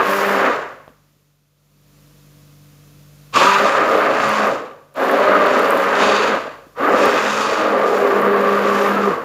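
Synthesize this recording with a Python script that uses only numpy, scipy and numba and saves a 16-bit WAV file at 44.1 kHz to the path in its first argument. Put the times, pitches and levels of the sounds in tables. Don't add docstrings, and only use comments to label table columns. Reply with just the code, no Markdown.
import sys
import numpy as np
from scipy import signal
from scipy.fft import rfft, irfft, next_fast_len
from scipy.io import wavfile
from scipy.ndimage import uniform_filter1d
from numba import njit

SR = 44100
rng = np.random.default_rng(int(sys.argv[2]) if len(sys.argv) > 2 else 0)


def waveform_to_disk(signal):
    frames = np.transpose(np.atleast_2d(signal))
    scaled = np.clip(frames, -1, 1) * 32767
    samples = np.round(scaled).astype(np.int16)
    wavfile.write(sys.argv[1], SR, samples)


def gain_from_decibels(decibels):
    exponent = np.asarray(decibels, float) / 20
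    return 10 ** exponent


N = 407484
TIME = np.arange(N) / SR

# (on [s], off [s], power of the tone fade while coasting)
BUTTON = [
    (-.5, .475, 2.),
    (3.325, 4.49, 5.),
    (4.941, 6.33, 5.),
    (6.75, 9.095, 5.),
]
# (time [s], peak level [dB])
DROPLETS = [(0.0668, -33.5), (0.112, -20), (3.3236, -37), (4.001, -30), (4.2914, -14.5), (4.4698, -22),
            (4.9405, -35), (4.982, -37), (5.0408, -31), (5.1123, -17.5), (5.462, -25), (5.592, -18),
            (5.66, -32), (5.705, -12.5), (5.7728, -20.5), (5.835, -46), (6.7488, -54), (7.0108, -40),
            (7.057, -12.5), (7.872, -38), (7.986, -25), (8.0471, -43), (8.081, -29), (8.214, -20),
            (8.835, -34), (8.8738, -28.5)]


def rms_one(x):
    return x / np.sqrt(np.mean(x ** 2) + 1e-20)


def in_time(rows):
    s, *columns = np.transpose(rows)
    return [np.interp(TIME, s, column) for column in columns]


def colour(x, spectrum):
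    hz, db = np.transpose(spectrum)
    size = next_fast_len(N)
    bin_hz = np.arange(size // 2 + 1) * SR / size
    shape = np.interp(np.log(bin_hz + 1), np.log(hz), gain_from_decibels(db), left=0, right=0)
    return rms_one(irfft(rfft(x, size) * shape, size)[:N])


def drift(rate):
    r = np.exp(-80 * np.pi * rate / SR)
    slow = signal.lfilter([1], [1, -2 * r, r * r], rng.standard_normal(N // 40 + 2002))[2000:]
    return np.interp(np.arange(N) / 40, np.arange(len(slow)), rms_one(slow))


@njit
def resonate(x, turn, r):
    y = np.zeros(len(x))
    for i in range(2, len(x)):
        drive = (1 - r * r) / 2 * (x[i] - x[i - 2])
        y[i] = drive + 2 * r * np.cos(turn[i]) * y[i - 1] - r * r * y[i - 2]
    return y


def resonance(x, hz, width_hz):
    return rms_one(resonate(x, 2 * np.pi * hz * np.ones(N) / SR, np.exp(-np.pi * width_hz / SR)))


def lumps(per_s, spread_db):
    sizes = gain_from_decibels(spread_db * np.minimum(rng.exponential(1, N), 5)) * rng.choice([-1, 1], N)
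    return rms_one(sizes * (rng.random(N) < per_s / SR))


def speed_share():
    spin_up_s, run_down_s = .03, .13
    share, loud = np.zeros((2, N))
    for on, off, fade in BUTTON:
        rise = 1 - np.exp(-np.maximum(TIME - on, 0) / spin_up_s)
        coast = np.exp(-np.maximum(TIME - off, 0) / run_down_s)
        share = np.maximum(share, rise * coast)
        loud = np.maximum(loud, rise ** 5 * coast ** fade)
    return share, loud


def hand():
    # (time [s], load [dB], pot coupling [dB], nearness to the surface [dB],
    # motor housing towards the microphone [dB])
    curves_1 = [(0, -14, 0.5, -21.5, -52), (.032, -18.5, -1, -14.5, -53), (.126, -18.5, -6, -13, -41.5),
                (.3, -18.5, -1.5, -13.5, -42), (.49, -16.5, 0.5, -17, -55)]
    curves_2 = [(3.368, 0.5, 7.5, -17.5, -47), (3.4, -8, -1, -11, -47), (3.53, -14, -16.5, -9.5, -45),
                (3.64, -15.5, 2, -12, -50), (3.74, -16, -2, -14, -59), (3.95, -17, 3.5, -16, -49.5),
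                (4.2, -18.5, 1, -12.5, -60), (4.36, -17, -4, -11.5, -55), (4.49, -19, 4.5, -14.5, -56)]
    curves_3 = [(5.0, -20.5, 5.5, -16, -53), (5.16, -19, 5, -14, -52.5), (5.33, -14, 0.5, -18, -53),
                (5.52, -16.5, 1, -13.5, -57), (5.75, -18, 4, -14.5, -50), (5.919, -18, -1.5, -14.5, -54),
                (6.028, -15.5, 2, -8.5, -55), (6.25, -18, -0.5, -9, -54), (6.33, -19, 2.5, -12, -57)]
    curves_4 = [(6.82, -17, 1.5, -21.5, -52), (7.04, -16, 5, -11, -55), (7.27, -20, -2, -8.5, -52.5),
                (7.6, -19.5, 0.5, -11, -56.5), (7.77, -19.5, 5.5, -17.5, -57), (8.0, -21, 6.5, -14.5, -54),
                (8.2, -18.5, 3.5, -19, -53.5), (8.85, -18.5, 0, -14, -49), (9.1, -20, 2.5, -18.5, -55)]
    # (pot cavity at the start [Hz], at the end [Hz], mist re spray [dB], guard ring [dB])
    burst_colours = [
        (526, 580, -9, -7),
        (555, 633, -9, 1.5),
        (562, 530, -10, 0.5),
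        (509, 498, -8, 4.5),
    ]
    # (bite-in [s], lag of the tail [s], fall of the tail [dB per s])
    burst_edges = [
        (.02, 0.033, 98.5),
        (0.014, 0.0067, 100.5),
        (0.015, 0.011, 99),
        (0.024, 0.036, 108),
    ]
    bite_in_db, knee_s = 41, 0.018
    settled_hz, settle_s = 557, 0.087
    curves = (curves_1, curves_2, curves_3, curves_4)
    out = np.zeros((9, N))
    for (on, off, _), rows, sound, edges in zip(BUTTON, curves, burst_colours, burst_edges):
        start_hz, end_hz, mist_db, ring_db = sound
        bite_s, lag, fall = edges
        attack_db = -bite_in_db * np.exp(-np.maximum(TIME - on, 0) / bite_s)
        tail_db = -fall * knee_s * np.logaddexp(0, (TIME - off - lag) / knee_s)
        cavity_hz = np.interp(TIME, [on, off, off + settle_s], [start_hz, end_hz, settled_hz])
        values = in_time(rows) + [cavity_hz, mist_db, ring_db, attack_db, tail_db]
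        for row, value in zip(out, values):
            row[:] = np.where(TIME >= on, value, row)
    return out


def touches():
    # (order [tones per turn], level [dB])
    free_tones = [(1, -44), (1.5, -52), (2, -44.5), (3, -48), (5, -71)]
    # (time [s], length [s], level [dB])
    contacts = [
        [(.08, 0.38, -34.5), (3.38, 0.28, -36), (4.22, 0.33, -34.5), (5.2, .32, -43.5), (5.85, .55, -37.5),
         (7.25, 0.18, -35.5), (7.6, 0.45, -42.5), (8.13, 0.706, -29), (8.87, 0.27, -26.5)],
        [(.07, 0.12, -34), (3.79, 0.35, -33.5), (5.3, 0.11, -29), (5.73, 0.091, -30.5), (6.06, 0.54, -42),
         (6.82, 0.36, -32.5), (7.58, 0.16, -28.5)],
        [(-.05, 0.51, -29), (3.36, 0.28, -25.5), (3.8, 0.36, -29.5), (4.98, 0.65, -29), (5.92, .45, -28),
         (6.92, 0.074, -30.5), (7.72, 0.29, -23.5), (8.02, 0.38, -21.5), (8.42, 0.48, -23), (9.02, .2, -25.5)],
        [(.07, .3, -26.5), (3.38, 0.35, -32), (5.2, 0.45, -22.5), (5.95, 0.18, -30.5), (7.14, 0.16, -36),
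         (7.59, .1, -25), (8.03, 0.87, -34)],
        [(3.377, .18, -17)],
    ]
    edge_s = 0.033

    def step_at(s):
        return .5 + .5 * np.tanh((TIME - s) / edge_s)

    levels_db = []
    for (_, free_db), rows in zip(free_tones, contacts):
        free = gain_from_decibels(free_db + 1.3 * drift(12))
        touching = sum(gain_from_decibels(db) * step_at(s) * (1 - step_at(s + length)) for s, length, db in rows)
        levels_db.append(20 * np.log10(free + touching))
    return levels_db


def shaft(turns, loud, levels_db):
    tones = 0
    for order, db in zip((1, 1.5, 2, 3, 5), levels_db):
        tones = tones + gain_from_decibels(db + 2.2 * drift(18)) * np.sin(2 * np.pi * order * turns)
    return np.sqrt(2) * loud * tones


def churn(turns, share, spectrum, modes, level_db, cavity_hz, width_hz, cavity_db, pulse_db, beat):
    strikes = lumps(per_s=2500, spread_db=1.5) * share + rng.standard_normal(N) * (1 - share)
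    two_blades = 1 + beat * share * np.cos(4 * np.pi * turns)
    strikes = strikes * two_blades * gain_from_decibels(0.87 * share * drift(22))
    body = strikes + gain_from_decibels(cavity_db) * resonance(strikes, cavity_hz, width_hz)
    for hz, mode_width_hz, db in modes:
        body = body + gain_from_decibels(db - 12 + 2.5 * drift(3)) * resonance(strikes, hz, mode_width_hz)
    pulses = colour(np.diff(np.floor(turns), prepend=0), spectrum)
    body = colour(body, spectrum) + gain_from_decibels(pulse_db + 2 * drift(10)) * share ** 4 * pulses
    return gain_from_decibels(level_db) * body / np.sqrt(uniform_filter1d(body ** 2, 8000))


def pot_rumble(level_db):
    # (frequency [Hz], level per Hz [dB])
    rumble_spectrum = [(40, -30.5), (60, -33), (100, 10.5), (150, 19), (190, -17.5)]
    return gain_from_decibels(level_db + 1.2 * drift(5)) * colour(rng.standard_normal(N), rumble_spectrum)


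def spray(level_db, mist_db, near_db):
    # (frequency [Hz], level per Hz [dB])
    splash_spectrum = [(1900, -37), (2450, 0.5), (2800, 0), (3700, -5.5), (4500, -8), (5000, -31),
                       (5800, -41.5)]
    mist_spectrum = [(4400, -35), (5100, 0), (5800, -2), (6400, -4.5), (7350, -1.5), (7700, -12),
                     (10500, -16.5), (13000, -28)]
    # (frequency [Hz], width [Hz], level [dB])
    slot_modes = [(2550, 200, -5), (3700, 260, -4), (4600, 300, -6), (6400, 450, -1)]
    fizz = lumps(per_s=6000, spread_db=2.6) * gain_from_decibels(.9 * drift(25))
    ring_db = np.clip(1.4 * near_db - 19, -22, -9)
    rings = 0
    for hz, width_hz, db in slot_modes:
        rings = rings + gain_from_decibels(db + ring_db + 2 * drift(2.5)) * resonance(fizz, hz, width_hz)
    fizz = fizz + rings
    return gain_from_decibels(level_db) * (colour(fizz, splash_spectrum) + gain_from_decibels(mist_db) * colour(fizz, mist_spectrum))


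def hiss_swell():
    swell_db, swell_s = 5.5, .05
    swells = sum(gain_from_decibels(.4 * (db + 22.5)) * np.exp(-np.abs(TIME - s) / swell_s) for s, db in DROPLETS)
    return swell_db * np.tanh(swells)


def motor(speed, share, level_db):
    # (frequency [Hz], level per Hz [dB])
    hiss_spectrum = [(7300, -29.5), (7800, -0.5), (9000, -4.5), (11000, 4.5), (13000, 6.5), (14600, 5),
                     (15500, -0.5), (15700, -36.5)]
    # (order [tones per turn], rms level [dB])
    whistles = [(48, -62), (71.5, -59)]
    hiss = colour(rng.standard_normal(N) + .4 * lumps(per_s=900, spread_db=3), hiss_spectrum)
    out = gain_from_decibels(level_db + 1.5 * drift(35)) * hiss
    load_db = -.45 * np.maximum(speed - 201, 0)
    for order, db in whistles:
        whistle = resonance(rng.standard_normal(N), order * speed, width_hz=200)
        out = out + gain_from_decibels(db + load_db * (order > 60) + 3 * drift(5)) * share ** 4 * whistle
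    return out


def ticks():
    # (time [s], peak level [dB], frequency [Hz])
    pot_knocks = [
        (.709, -35, 4000),
        (.728, -36, 2500),
        (.8785, -29, 600),
        (.879, -30, 1100),
        (.8795, -39, 3300),
        (.891, -38, 500),
        (.8915, -44, 3000),
        (.901, -38, 250),
        (6.045, -38, 70),
        (6.668, -33, 300),
    ]
    out, age = np.zeros(N + 2000), np.arange(1300) / SR
    bright = signal.butter(2, [8500, 14500], "band", fs=SR, output="sos")
    burst = np.exp(-np.abs(age - .0013) / .0002)
    echo = .55 * np.exp(-np.abs(age - .003) / .0003)
    shape = burst + echo + .2 * np.exp(-age / .003)
    for s, db in DROPLETS:
        snap = signal.sosfilt(bright, rng.standard_normal(len(age)) * shape)
        out[round(s * SR):][:len(age)] += gain_from_decibels(db - 7) * snap / np.abs(snap).max()
    for s, db, hz in pot_knocks:
        knock = np.sin(2 * np.pi * hz * age) * np.exp(-age * hz / 1.5)
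        out[round(s * SR):][:len(age)] -= gain_from_decibels(db - 1) * knock
    return out[:N]


def kitchen(share):
    # (time [s], level [dB])
    gain_curve = [(0, -2), (.9, -6.5), (1.5, -13.5), (1.75, -7.5), (1.95, -1.5), (2.3, 0.5), (3.3, 1.5),
                  (3.45, 5), (4.9, -8.5), (9.24, 2)]
    # (frequency [Hz], rms level [dB])
    hum_lines = [(48.8, -59), (97.5, -62), (146.3, -51), (196, -65), (292.5, -63), (487.7, -70),
                 (2584, -78)]
    # (frequency [Hz], level per Hz [dB])
    air_spectrum = [(35, -14), (70, -9), (125, -0.5), (200, 0.5), (330, -6.5), (600, -6), (780, -15.5),
                    (1200, -10), (1600, -14.5), (7300, -16), (7700, -23), (13000, -17.5), (15500, -19),
                    (15700, -39.5)]
    air_db, = in_time(gain_curve)
    hum_db = 1.2 * air_db - 1.5 * uniform_filter1d(share, size=20000)
    hum = 0
    for phase, (hz, db) in enumerate(hum_lines):
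        hum = hum + gain_from_decibels(db + 1.9 * drift(0.71)) * np.sin(2 * np.pi * hz * TIME + phase)
    air = colour(rng.standard_normal(N), air_spectrum) * gain_from_decibels(-54 + 0.47 * drift(5))
    return np.sqrt(2) * gain_from_decibels(hum_db) * hum + gain_from_decibels(air_db) * air


def scene():
    # (time [s], speed [turns per s])
    speed_curve = [(0, 195.5), (.24, 199.4), (.48, 197.6), (3.42, 195.1), (3.63, 201), (4.27, 213.5),
                   (4.48, 208.8), (5.04, 199), (5.3, 201.3), (5.89, 198.4), (6.32, 213), (6.86, 203.8),
                   (7.08, 204.4), (7.3, 212.2), (7.53, 213.3), (7.75, 205), (8.19, 201.2), (9.08, 201.5)]
    # (frequency [Hz], level per Hz [dB])
    pot_spectrum = [(130, -24.5), (170, -9), (250, 0.5), (400, 5), (620, -3.5), (800, -0.5), (1100, -31)]
    guard_spectrum = [(600, -22.5), (800, 0.5), (1200, -2.5), (1500, 0), (2000, -1.5), (2500, -6.5),
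                      (3200, -14)]
    # (frequency [Hz], width [Hz], level [dB])
    pot_modes = [(269, 84, 4), (466, 18, -3.5), (524, 5.4, -11), (553.8, 11, 7.5), (623, 55, 8.5)]
    guard_modes = [(991, 35, -4), (1095, 42, 1.5), (1190, 29, -16), (1280, 90, -1), (1484, 450, 1)]
    spray_tail, hiss_tail, rumble_tail = 0.99, 1, 0.54
    tail_ring = 0.11

    share, loud = speed_share()
    full_speed, = in_time(speed_curve)
    speed = full_speed * share * (1 + .003 * drift(8))
    turns = np.cumsum(speed) / SR
    load_db, pot_db, surface_db, hiss_db, pot_hz, mist_db, ring_db, attack_db, tail_db = hand()
    near_db = surface_db + 12
    ring_db = ring_db + 0.54 * (load_db + 18.5) - 0.63 * near_db
    ring_db = ring_db - tail_ring * tail_db + 1.34 * drift(2.5)
    spray_db = load_db + surface_db + 0.816 * attack_db
    load_db = load_db + attack_db
    pulse_db = -22.5 + 0.53 * near_db

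    pot = churn(turns, share, pot_spectrum, pot_modes, load_db + pot_db + tail_db - 2.5,
                cavity_hz=pot_hz + 22 * drift(3.8), width_hz=110,
                cavity_db=2 - tail_ring * tail_db, pulse_db=pulse_db - 7, beat=0.16)
    guard = churn(turns, share, guard_spectrum, guard_modes, load_db + tail_db,
                  cavity_hz=1184 + 25 * drift(3.1), width_hz=61,
                  cavity_db=ring_db - 5.5, pulse_db=pulse_db, beat=0.13)
    free_db = 0.5 * (full_speed - 199.5)
    rumble = pot_rumble(load_db - 32 + free_db + rumble_tail * tail_db)
    mist_db = mist_db + 0.17 * near_db + 1.5 * drift(3.5)
    splash = spray(spray_db + spray_tail * tail_db - 1, mist_db, near_db)
    brushes = motor(speed, share, hiss_db + attack_db + hiss_tail * tail_db + hiss_swell())
    blender = shaft(turns, loud, touches()) + pot + guard + rumble + splash + brushes
    return (blender * (share > 1e-3) + ticks() + kitchen(share))[None]


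def low_pass(x):
    return signal.sosfilt(signal.butter(12, 15720, fs=SR, output="sos"), x)


def record(dry):
    top = 1.3
    low_cut = signal.butter(4, 42, "high", fs=SR, output="sos")
    rounded = top * np.tanh(dry / top)
    return low_pass(signal.sosfilt(low_cut, rounded))


dry = scene()
out = record(dry)
waveform_to_disk(out)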